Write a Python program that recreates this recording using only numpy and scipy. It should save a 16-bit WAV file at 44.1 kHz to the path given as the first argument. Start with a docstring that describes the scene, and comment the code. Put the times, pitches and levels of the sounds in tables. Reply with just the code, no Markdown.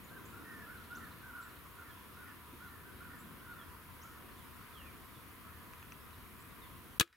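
"""Quiet woods at a field's edge: low drone, rumble and rustling air throughout.
Small birds chirp; a distant bird calls a slowing series of arched notes, scattered by the trees.
Soft low bumps near 3 s. From 5.7 s, faint ticks of a hunter's gear.
At 7 s a bow fires beside the microphone, two sharp cracks: the release snaps, the string hits its stop.
The limiter ducks and stays down while the bow rings out and the arrow lands."""
import sys
import numpy as np
from scipy import signal
from scipy.fft import rfft, irfft, next_fast_len
from scipy.io import wavfile
from scipy.ndimage import uniform_filter1d, minimum_filter1d, map_coordinates

SR = 44100
rng = np.random.default_rng(int(sys.argv[2]) if len(sys.argv) > 2 else 0)


def wav_out(sig):
    """Save sig, one row per channel (or a flat mono array), as 16-bit PCM at SR to the path in sys.argv[1]."""
    wavfile.write(sys.argv[1], SR, np.round(np.clip(np.atleast_2d(sig).T, -1, 1) * 32767).astype(np.int16))


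N = 315756

# background spectra: f/Hz, gain/dB
DRONE_SPECTRUM = [(20, -20), (31, -11.5), (42, -6.5), (62, -1), (80, 3), (100, -1.5), (140, -10.5),
                  (250, -40), (800, -100)]
RUMBLE_SPECTRUM = [(60, -26.5), (115, -1), (160, 0), (240, 0.5), (350, -3.5), (480, -7.5), (590, -14),
                   (750, -12.5), (1500, -58.5), (4000, -100)]
RUSTLE_SPECTRUM = [(100, -59), (400, -21.5), (830, -12.5), (980, 3.5), (1300, 0), (1700, -3), (2300, -6),
                   (3300, -10), (4800, -16.5), (7500, -22.5), (10000, -31.5), (14000, -81)]
HISS_SPECTRUM = [(1000, -28), (5000, -26), (8200, -8), (9600, -1), (11500, 1), (14200, 1.5), (16000, -2)]
# background envelopes: t/s, level/dB before trim
DRONE_ENVELOPE = [(0, -63.2), (2.4, -64), (3.2, -61.2), (4.8, -62), (5.4, -60.5), (6.9, -60.2)]
RUMBLE_ENVELOPE = [(.1, -58), (.7, -59.5), (1.7, -62.5), (2.8, -62), (3.3, -59.5), (3.8, -63),
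                   (4.55, -61.5), (6.9, -62.2)]
RUSTLE_ENVELOPE = [(0, -58.2), (.6, -56.8), (1.8, -57.7), (3.9, -57.8), (4.8, -57.1), (5.6, -57.1),
                   (6.3, -58.3)]
# background width: f/Hz, L-R correlation
CORRELATION = [(60, 0.82), (110, 0.6), (200, 0.4), (380, 0.42), (700, 0.85), (1290, 0.66), (2380, 0.09),
               (4400, 0.12), (6000, 0.45), (7200, .85), (9500, 0.93)]
# background balance: f/Hz, L-R/dB
BALANCE = [(60, 3.5), (180, 2.0), (550, 0.5), (1650, 0.5), (4970, -0.5), (15000, 2)]
# echo decay in the trees: f/Hz, t60/s
WOODS_DECAY = [(200, 0.43), (1500, 0.76), (4000, .45), (9000, 0.51)]
# upward flicks: t/s, length/s, f/Hz, level/dB before trim
FLICK_NOTES = [(.04, .015, 6800, -66.5), (.253, .015, 7330, -63), (.949, .025, 6450, -63),
               (4.015, .026, 6250, -63), (4.365, .02, 7400, -71)]
# runs of chips: t/s, length/s, level/dB before trim
CHIP_RUNS = [(.085, .06, -70), (.77, .41, -70.5), (1.423, .2, -70), (2.675, .06, -69.5), (6.128, .06, -69)]
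# distant bird, single steep arches: t/s, length/s, f/Hz, level/dB before trim
WHOOP_NOTES = [(.095, 0.11, 1598, -60), (.455, 0.083, 1530, -59.5), (0.659, 0.14, 1490, -56),
               (1.2, .125, 1559, -57), (2.836, .085, 1574, -63.5), (3.405, .075, 1594, -63.5)]
# its two-part calls: t/s, length/s, f/Hz, level/dB, upper length/s, upper level/dB (levels before trim)
YELP_CALLS = [ (.318, .115, 1438, -57.3, .235, -58), (.9, .1, 1460, -52, .095, -59.5),
              (1.328, .09, 1460, -51.3, 0.087, -67), (1.764, .085, 1446, -57.8, .08, -64),
              (2.165, 0.093, 1481, -57, .08, -63.5), (2.598, .095, 1468, -57.8, .11, -66),
              (3.0, .1, 1468, -56, .1, -64), (3.46, .095, 1448, -53.8, .1, -67),
              (4.036, .075, 1390, -58.5, .1, -67), (4.695, .095, 1320, -63.5, .09, -68),
              (5.426, .1, 1305, -62.5, .07, -67)]
# thin peeps: t/s, level/dB before trim
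PEEP_NOTES = [(1.408, -68), (3.185, -69), (6.392, -71)]
# falling whistles: t/s, length/s, f/Hz, level/dB before trim, L-R/dB
SLUR_NOTES = [(1.892, .05, 3280, -68, -3), (3.578, .06, 3350, -64, -1), (4.37, .06, 3400, -72, -3),
              (4.729, .075, 3280, -65, -8), (4.745, .17, 2680, -63.5, -3), (5.13, .06, 3500, -71.5, -6),
              (5.734, .11, 3680, -74, -3), (6.503, .03, 3680, -70, -6), (6.614, .05, 3560, -65.5, -6)]
# low bumps: t/s, length/s, f/Hz, level/dB
LOW_BUMPS = [(2.527, 0.031, 310, -56.5), (3.006, 0.21, 237.5, -65), (3.198, 0.18, 200.3, -62)]
# gear ticks: t/s, gain/dB
GEAR_TICKS = [(5.735, -49), (5.8276, -46.5), (5.9214, -41), (6.107, -53)]
# contact spectra (gear tick, release slip, release snap, string on stop, knock): f/Hz, gain/dB
TICK_SPECTRUM = [(200, -4), (700, -4), (1200, 8), (1800, 0), (2500, 5), (3500, -15), (7000, -11),
                 (10000, -32)]
SLIP_SPECTRUM = [(1000, -25), (5000, -6), (11000, -2), (16000, 0)]
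SNAP_SPECTRUM = [(60, -6), (400, -8), (750, -22), (1150, -6), (1600, -3.5), (2050, -11), (2650, -1),
                 (3800, -4), (5400, -10.5), (7000, -5.5), (11500, -8.5), (16000, -19)]
SLAP_SPECTRUM = [(40, -7.5), (130, -13), (250, -14.5), (380, -6.5), (560, -11.5), (820, -22), (1260, -2),
                 (1700, -10), (1960, -18.5), (2450, -5), (3400, -5), (5000, -14), (9000, -17), (16000, -21)]
KNOCK_SPECTRUM = [(150, -14), (400, -17), (750, -22), (1300, 2.5), (2100, -3), (3000, -4), (4500, -10),
                  (9000, -19), (15000, -30)]
# modes (gear, release's metal parts, limbs and riser): f/Hz, relative level/dB, t60/s
GEAR_RING = [(1250, -5, 0.011), (2560, -1, 0.013), (6150, -13, .022)]
RELEASE_RING = [(1580, -18.5, .012), (2650, -15, .018), (4640, -11, .018), (6080, -2, .02),
                (7800, -15, .018), (11600, -19, .016)]
BOW_RING = [(340, -20.5, 0.11), (487, -15.5, 0.05), (1245, -4, 0.044), (1690, -3.5, 0.042),
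            (2260, -6.5, 0.031), (2630, -11, .035), (3410, -4, 0.033)]
# bow rattles, then the arrow's far strike: t/s, gain/dB, echo re direct/dB
KNOCK_HITS = [(7.0282, -17.5, -20), (7.0764, -40, -20.5), (7.1275, -38.5, 5)]


def amp(db):
    return 10 ** (np.asarray(db) / 20)


def unit_rms(x):
    return x / np.sqrt(np.mean(x ** 2) + 1e-20)


def at_hz(points, hz):
    """Table lookup on a log frequency axis."""
    table_hz, values = np.transpose(points)
    return np.interp(np.log(hz + 1), np.log(table_hz + 1), values)


def envelope(points):
    """Linear interpolation in time, per sample."""
    return np.interp(np.arange(N) / SR, *np.transpose(points))


def wobble(rate_hz):
    """Smooth random curve."""
    knots = rng.standard_normal(int(N * rate_hz / SR) + 4)
    return map_coordinates(knots, [np.arange(N) * rate_hz / SR])


def pan(side_db):
    """Stereo gains; positive is left."""
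    return amp([[side_db / 2], [-side_db / 2]])


def placed(sound, left_lag_s, side_db):
    """Direction by delay and level difference between the microphones."""
    size = next_fast_len(sound.shape[-1] + SR // 100)
    delay = np.exp(-1j * np.pi * np.outer([1, -1], np.fft.rfftfreq(size, 1 / SR)) * left_lag_s)
    return pan(side_db) * irfft(rfft(sound, size) * delay, size)[:, :sound.shape[-1]]


def add(track, t_s, sound):
    part = track[:, max(round(t_s * SR), 0):][:, :sound.shape[-1]]
    part += sound[..., :part.shape[-1]]


def filtered(x, response):
    """FFT filter with gain response(hz)."""
    size = next_fast_len(N + SR // 2)
    return irfft(rfft(x, size) * response(np.fft.rfftfreq(size, 1 / SR)), size)[..., :N]


def coloured(x, spectrum, size=4096):
    """Minimum-phase filter of unit energy."""
    gain = amp(at_hz(spectrum, np.fft.rfftfreq(size, 1 / SR)))
    cepstrum = irfft(np.log(gain))
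    cepstrum[1:size // 2] *= 2
    cepstrum[size // 2 + 1:] = 0
    kernel = irfft(np.exp(rfft(cepstrum)))
    return signal.fftconvolve(x, kernel[None] / np.linalg.norm(kernel), axes=1)[:, :x.shape[1]]


def outdoor_noise(spectrum, patchy_db):
    """Stereo noise, rms 1, with random gain patches in time and frequency."""
    bins = signal.stft(rng.standard_normal((2, N)), nperseg=512)[2]
    patches = uniform_filter1d(rng.standard_normal(bins.shape[1:]), size=4, axis=0)
    patches = unit_rms(uniform_filter1d(patches, size=16, axis=1))
    pair = signal.istft(bins * amp(patchy_db * patches), nperseg=512)[1][:, :N]

    def mid_side_gain(hz):
        angle = np.arccos(np.clip(at_hz(CORRELATION, hz), -1, 1)) / 2
        return amp(at_hz(spectrum, hz)) * [np.cos(angle), np.sin(angle)]

    mid, side = filtered(pair, mid_side_gain)
    balance = lambda hz: amp(np.outer([.5, -.5], at_hz(BALANCE, hz)))
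    return unit_rms(filtered(np.array([mid + side, mid - side]), balance))


def background(hiss_db=-61.5):
    """Far drone and rumble, air rustling in the trees, microphone hiss."""
    drone = amp(envelope(DRONE_ENVELOPE) + 2) * outdoor_noise(DRONE_SPECTRUM, patchy_db=1)
    rumble_db = envelope(RUMBLE_ENVELOPE) + 2.5 + .69 * wobble(rate_hz=7)
    rumble = amp(rumble_db) * outdoor_noise(RUMBLE_SPECTRUM, patchy_db=1.1)
    rustle_db = envelope(RUSTLE_ENVELOPE) + .25 * wobble(rate_hz=1.5)
    rustle = amp(rustle_db) * outdoor_noise(RUSTLE_SPECTRUM, patchy_db=1.1)
    hiss = unit_rms(filtered(rng.standard_normal(N), lambda hz: amp(at_hz(HISS_SPECTRUM, hz))))
    return drone + rumble + rustle + amp(hiss_db) * hiss


def whistle(length_s, start_hz, mid_hz, end_hz, waver, hoarse, rasp_hz):
    """Tone on a parabolic glide; the hoarse share (0-1) becomes narrowband noise."""
    progress = np.linspace(0, 1, max(round(length_s * SR), 2))
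    knot_index = progress * length_s * rasp_hz
    shake = lambda: map_coordinates(rng.standard_normal(128), [knot_index], mode="mirror")
    glide = np.polyfit([0, .5, 1], [start_hz, mid_hz, end_hz], 2)
    hz = np.polyval(glide, progress) * (1 + waver * shake())
    voice = np.sqrt(1 - hoarse) + np.sqrt(hoarse / 2) * (shake() + 1j * shake())
    swell = np.tanh(3 * np.sin(np.pi * progress))
    carrier = np.exp(2j * np.pi * np.cumsum(hz) / SR)
    return unit_rms(swell * np.real(voice * carrier))


def echo(sound, width=.2):
    """Scatter from trunks: a random stereo tail, mean channel energy equal to the input's."""
    hz, t_s, bins = signal.stft(rng.standard_normal((2, SR // 2)), SR, nperseg=256)
    decay = amp(-60 * t_s / at_hz(WOODS_DECAY, hz)[:, None])
    mid, side = signal.istft(bins * decay, SR, nperseg=256)[1]
    tail = signal.fftconvolve(sound[None], np.array([mid + width * side, mid - width * side]), axes=1)
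    return tail * np.linalg.norm(sound) * np.sqrt(2) / np.linalg.norm(tail)


def perched(note, side_db, echo_db):
    """Direct note plus tree scatter, panned."""
    tail = echo(note)
    direct = np.pad(note, (0, SR))[:tail.shape[1]]
    return pan(side_db) * (direct + amp(echo_db) * tail)


def bird_flicks(rise_oct_per_s=23.1):
    """High, rasping upward sweeps."""
    out = np.zeros((2, N))
    for t_s, length_s, hz, db in FLICK_NOTES:
        rise = 2 ** (rise_oct_per_s * length_s / 2)
        note = whistle(length_s, hz / rise, hz, hz * rise, waver=.0077, hoarse=1, rasp_hz=1100)
        add(out, t_s, amp(db - 1.5) * perched(note, side_db=2.2, echo_db=-1.5))
    return out


def bird_twitter(chips_per_s=14.7, stray_count=4, stray_db=-74):
    """Faint falling chips in quick runs, plus strays at random times."""
    out = np.zeros((2, N))
    runs = [(t_s + k / chips_per_s, db)
            for t_s, length_s, db in CHIP_RUNS for k in range(round(length_s * chips_per_s))]
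    strays = [(t_s, stray_db) for t_s in rng.uniform(0, N / SR, stray_count)]
    for t_s, db in runs + strays:
        note = whistle(.02, 4450, 4050, 3750, waver=.01, hoarse=.9, rasp_hz=700)
        add(out, t_s, amp(db - .5) * perched(note, side_db=-3, echo_db=-5))
    return out


def distant_bird(upper_hz=1800, overlap_s=.006, direct_db=.2, echo_db=-3):
    """Hoarse arches from the right, blurred by trees; yelps break to an upper note over a falling rasp."""
    out = np.zeros((2, N))

    def sing(t_s, length_s, hz, db, start_ratio, end_ratio, hoarse=.35, rasp_hz=240):
        note = amp(db) * whistle(length_s, start_ratio * hz, hz, end_ratio * hz,
                                 waver=.011, hoarse=hoarse, rasp_hz=rasp_hz)
        add(out, t_s, amp(direct_db) * note)
        add(out, t_s, amp(echo_db) * echo(note, width=.3))

    for t_s, length_s, hz, db in WHOOP_NOTES:
        sing(t_s, length_s, hz, db, start_ratio=.84, end_ratio=.83)
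    for t_s, length_s, hz, db, upper_s, upper_db in YELP_CALLS:
        break_s = t_s + length_s - overlap_s
        sing(t_s, length_s, hz, db, start_ratio=.91, end_ratio=.87)
        sing(break_s, upper_s, upper_hz, upper_db, start_ratio=1.015, end_ratio=.915)
        sing(break_s, upper_s, .92 * hz, db - 9,  # rough undertone
             start_ratio=1 / .92, end_ratio=.92, hoarse=.9, rasp_hz=320)
    return placed(out, left_lag_s=.00005, side_db=-1.8)


def bird_peeps(length_s=.04, hz=7550, half_rise_oct=.09):
    """Thin, slightly rising notes."""
    out = np.zeros((2, N))
    rise = 2 ** half_rise_oct
    for t_s, db in PEEP_NOTES:
        note = whistle(length_s, hz / rise, hz, hz * rise, waver=.0077, hoarse=.95, rasp_hz=1100)
        add(out, t_s, amp(db - 1.5) * perched(note, side_db=-.4, echo_db=-2.5))
    return out


def bird_slurs(fall_oct_per_s=3.7, easing=.72):
    """Clear falling whistles from several perches; easing scales the second half's fall."""
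    out = np.zeros((2, N))
    for t_s, length_s, hz, db, side_db in SLUR_NOTES:
        fall = 2 ** (fall_oct_per_s * length_s / 2)
        note = whistle(length_s, hz * fall, hz, hz / fall ** easing, waver=.008, hoarse=.25, rasp_hz=220)
        add(out, t_s, amp(db - 1.7) * perched(note, side_db, echo_db=-7))
    return out


def bumps():
    """Short, dull swells of low noise."""
    out = np.zeros((2, N))
    for t_s, length_s, hz, db in LOW_BUMPS:
        add(out, t_s, amp(db) * whistle(length_s, hz, hz, hz, waver=.02, hoarse=1, rasp_hz=147.5))
    return out


def crack(spectrum, rise_s, t60_s, tail_db, tail_t60_s, width, wide_below_hz=4500):
    """Stereo contact noise: fast swell, fast decay, weaker rattling tail."""
    t_s = np.arange(SR // 4) / SR
    fade = lambda life_s: amp(-60 * np.maximum(t_s - rise_s, 0) / life_s)
    attack = np.minimum(t_s / rise_s, 1) ** 2
    decay = fade(t60_s) + amp(tail_db) * fade(tail_t60_s)
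    mid, side = rng.choice([-1, 1], (2, len(t_s))) * attack * decay
    side = signal.lfilter(*signal.butter(2, wide_below_hz, fs=SR), side)
    return coloured(np.array([mid + width * side, mid - width * side]), spectrum)


def ringing(modes, attack_s):
    """Damped modes of a struck part."""
    t_s = np.arange(SR // 4) / SR
    ring = sum(amp(db - 60 * t_s / t60_s) * np.sin(2 * np.pi * hz * t_s) for hz, db, t60_s in modes)
    return (1 - np.exp(-t_s / attack_s)) * ring


def gear_ticks():
    """Small dry contacts close by, each with a brief ring."""
    out = np.zeros((2, N))
    for t_s, db in GEAR_TICKS:
        tick = crack(TICK_SPECTRUM, rise_s=.00019, t60_s=.0069, tail_db=-16, tail_t60_s=.025, width=.5)
        add(out, t_s, amp(db) * pan(side_db=3) * (tick + ringing(GEAR_RING, attack_s=.0002)))
    return out


def bow_shot(release_s=6.9978, stop_s=7.006, side_db=5.3):
    """Release slips and snaps; string slaps its stop, pushes air, sets limbs and riser ringing."""
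    out = np.zeros((2, N))
    slip = crack(SLIP_SPECTRUM, rise_s=.0022, t60_s=.006, tail_db=-28.5, tail_t60_s=.01, width=.4)
    snap = crack(SNAP_SPECTRUM, rise_s=.00054, t60_s=.015, tail_db=-13, tail_t60_s=.045, width=.36)
    slap = crack(SLAP_SPECTRUM, rise_s=.0026, t60_s=.03, tail_db=-19, tail_t60_s=.09, width=.6)
    slap *= amp(1.5)
    release_ring = ringing(RELEASE_RING, attack_s=.0002)
    bow_ring = ringing(BOW_RING, attack_s=.0012)
    swing = np.arange(-SR // 100, SR // 100) / SR / .0015  # time in units of 1.5 ms
    air_push = swing * np.exp(-swing ** 2 / 2)  # one swing of the limbs
    add(out, release_s - .0028, amp(-29) * pan(side_db) * slip)
    add(out, release_s, pan(side_db) * (amp(5) * snap + release_ring))
    add(out, stop_s - .0045, amp(-2) * pan(side_db=1.5) * air_push)
    add(out, stop_s, pan(side_db=4) * slap)
    add(out, stop_s + .0025, amp(3.5) * placed(bow_ring, left_lag_s=-.00014, side_db=side_db))
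    add(out, stop_s + .006, amp(-35) * echo(slap[0] + bow_ring))
    return out


def knocks():
    """The bow rattles as it settles; the arrow lands far off and the trees echo."""
    out = np.zeros((2, N))
    for t_s, db, echo_db in KNOCK_HITS:
        knock = crack(KNOCK_SPECTRUM, rise_s=.00046, t60_s=.012, tail_db=-12.5, tail_t60_s=.04, width=.4)
        add(out, t_s, amp(db) * pan(side_db=1.6) * knock)
        add(out, t_s, amp(db + echo_db) * echo(knock[0]))
    return out


def limiter(x, ceiling_db, ahead_s, hold_s):
    """Gain drops just ahead of an rms peak and is held down."""
    power = uniform_filter1d(np.mean(x ** 2, axis=0), size=700)
    rms = np.sqrt(np.abs(power))
    needed_gain = np.minimum(1, amp(ceiling_db) / (rms + 1e-9))
    span, lead = round(hold_s * SR), round(ahead_s * SR)
    held_gain = minimum_filter1d(needed_gain, span, origin=(span - 1) // 2 - lead)
    return x * uniform_filter1d(held_gain, size=130)


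def scene():
    """Woods, birds and the shot, stereo."""
    woods = background()
    birds = bird_flicks() + bird_twitter() + distant_bird() + bird_peeps() + bird_slurs()
    return woods + birds + bumps() + gear_ticks() + bow_shot() + knocks()


def record(dry, cutoff_hz=15800):
    """Limiter, then a steep low-pass."""
    limited = limiter(dry, ceiling_db=-23, ahead_s=.0049, hold_s=.4)
    return filtered(limited, lambda hz: 1 / np.sqrt(1 + (hz / cutoff_hz) ** 200))


dry = scene()
out = record(dry)
wav_out(out)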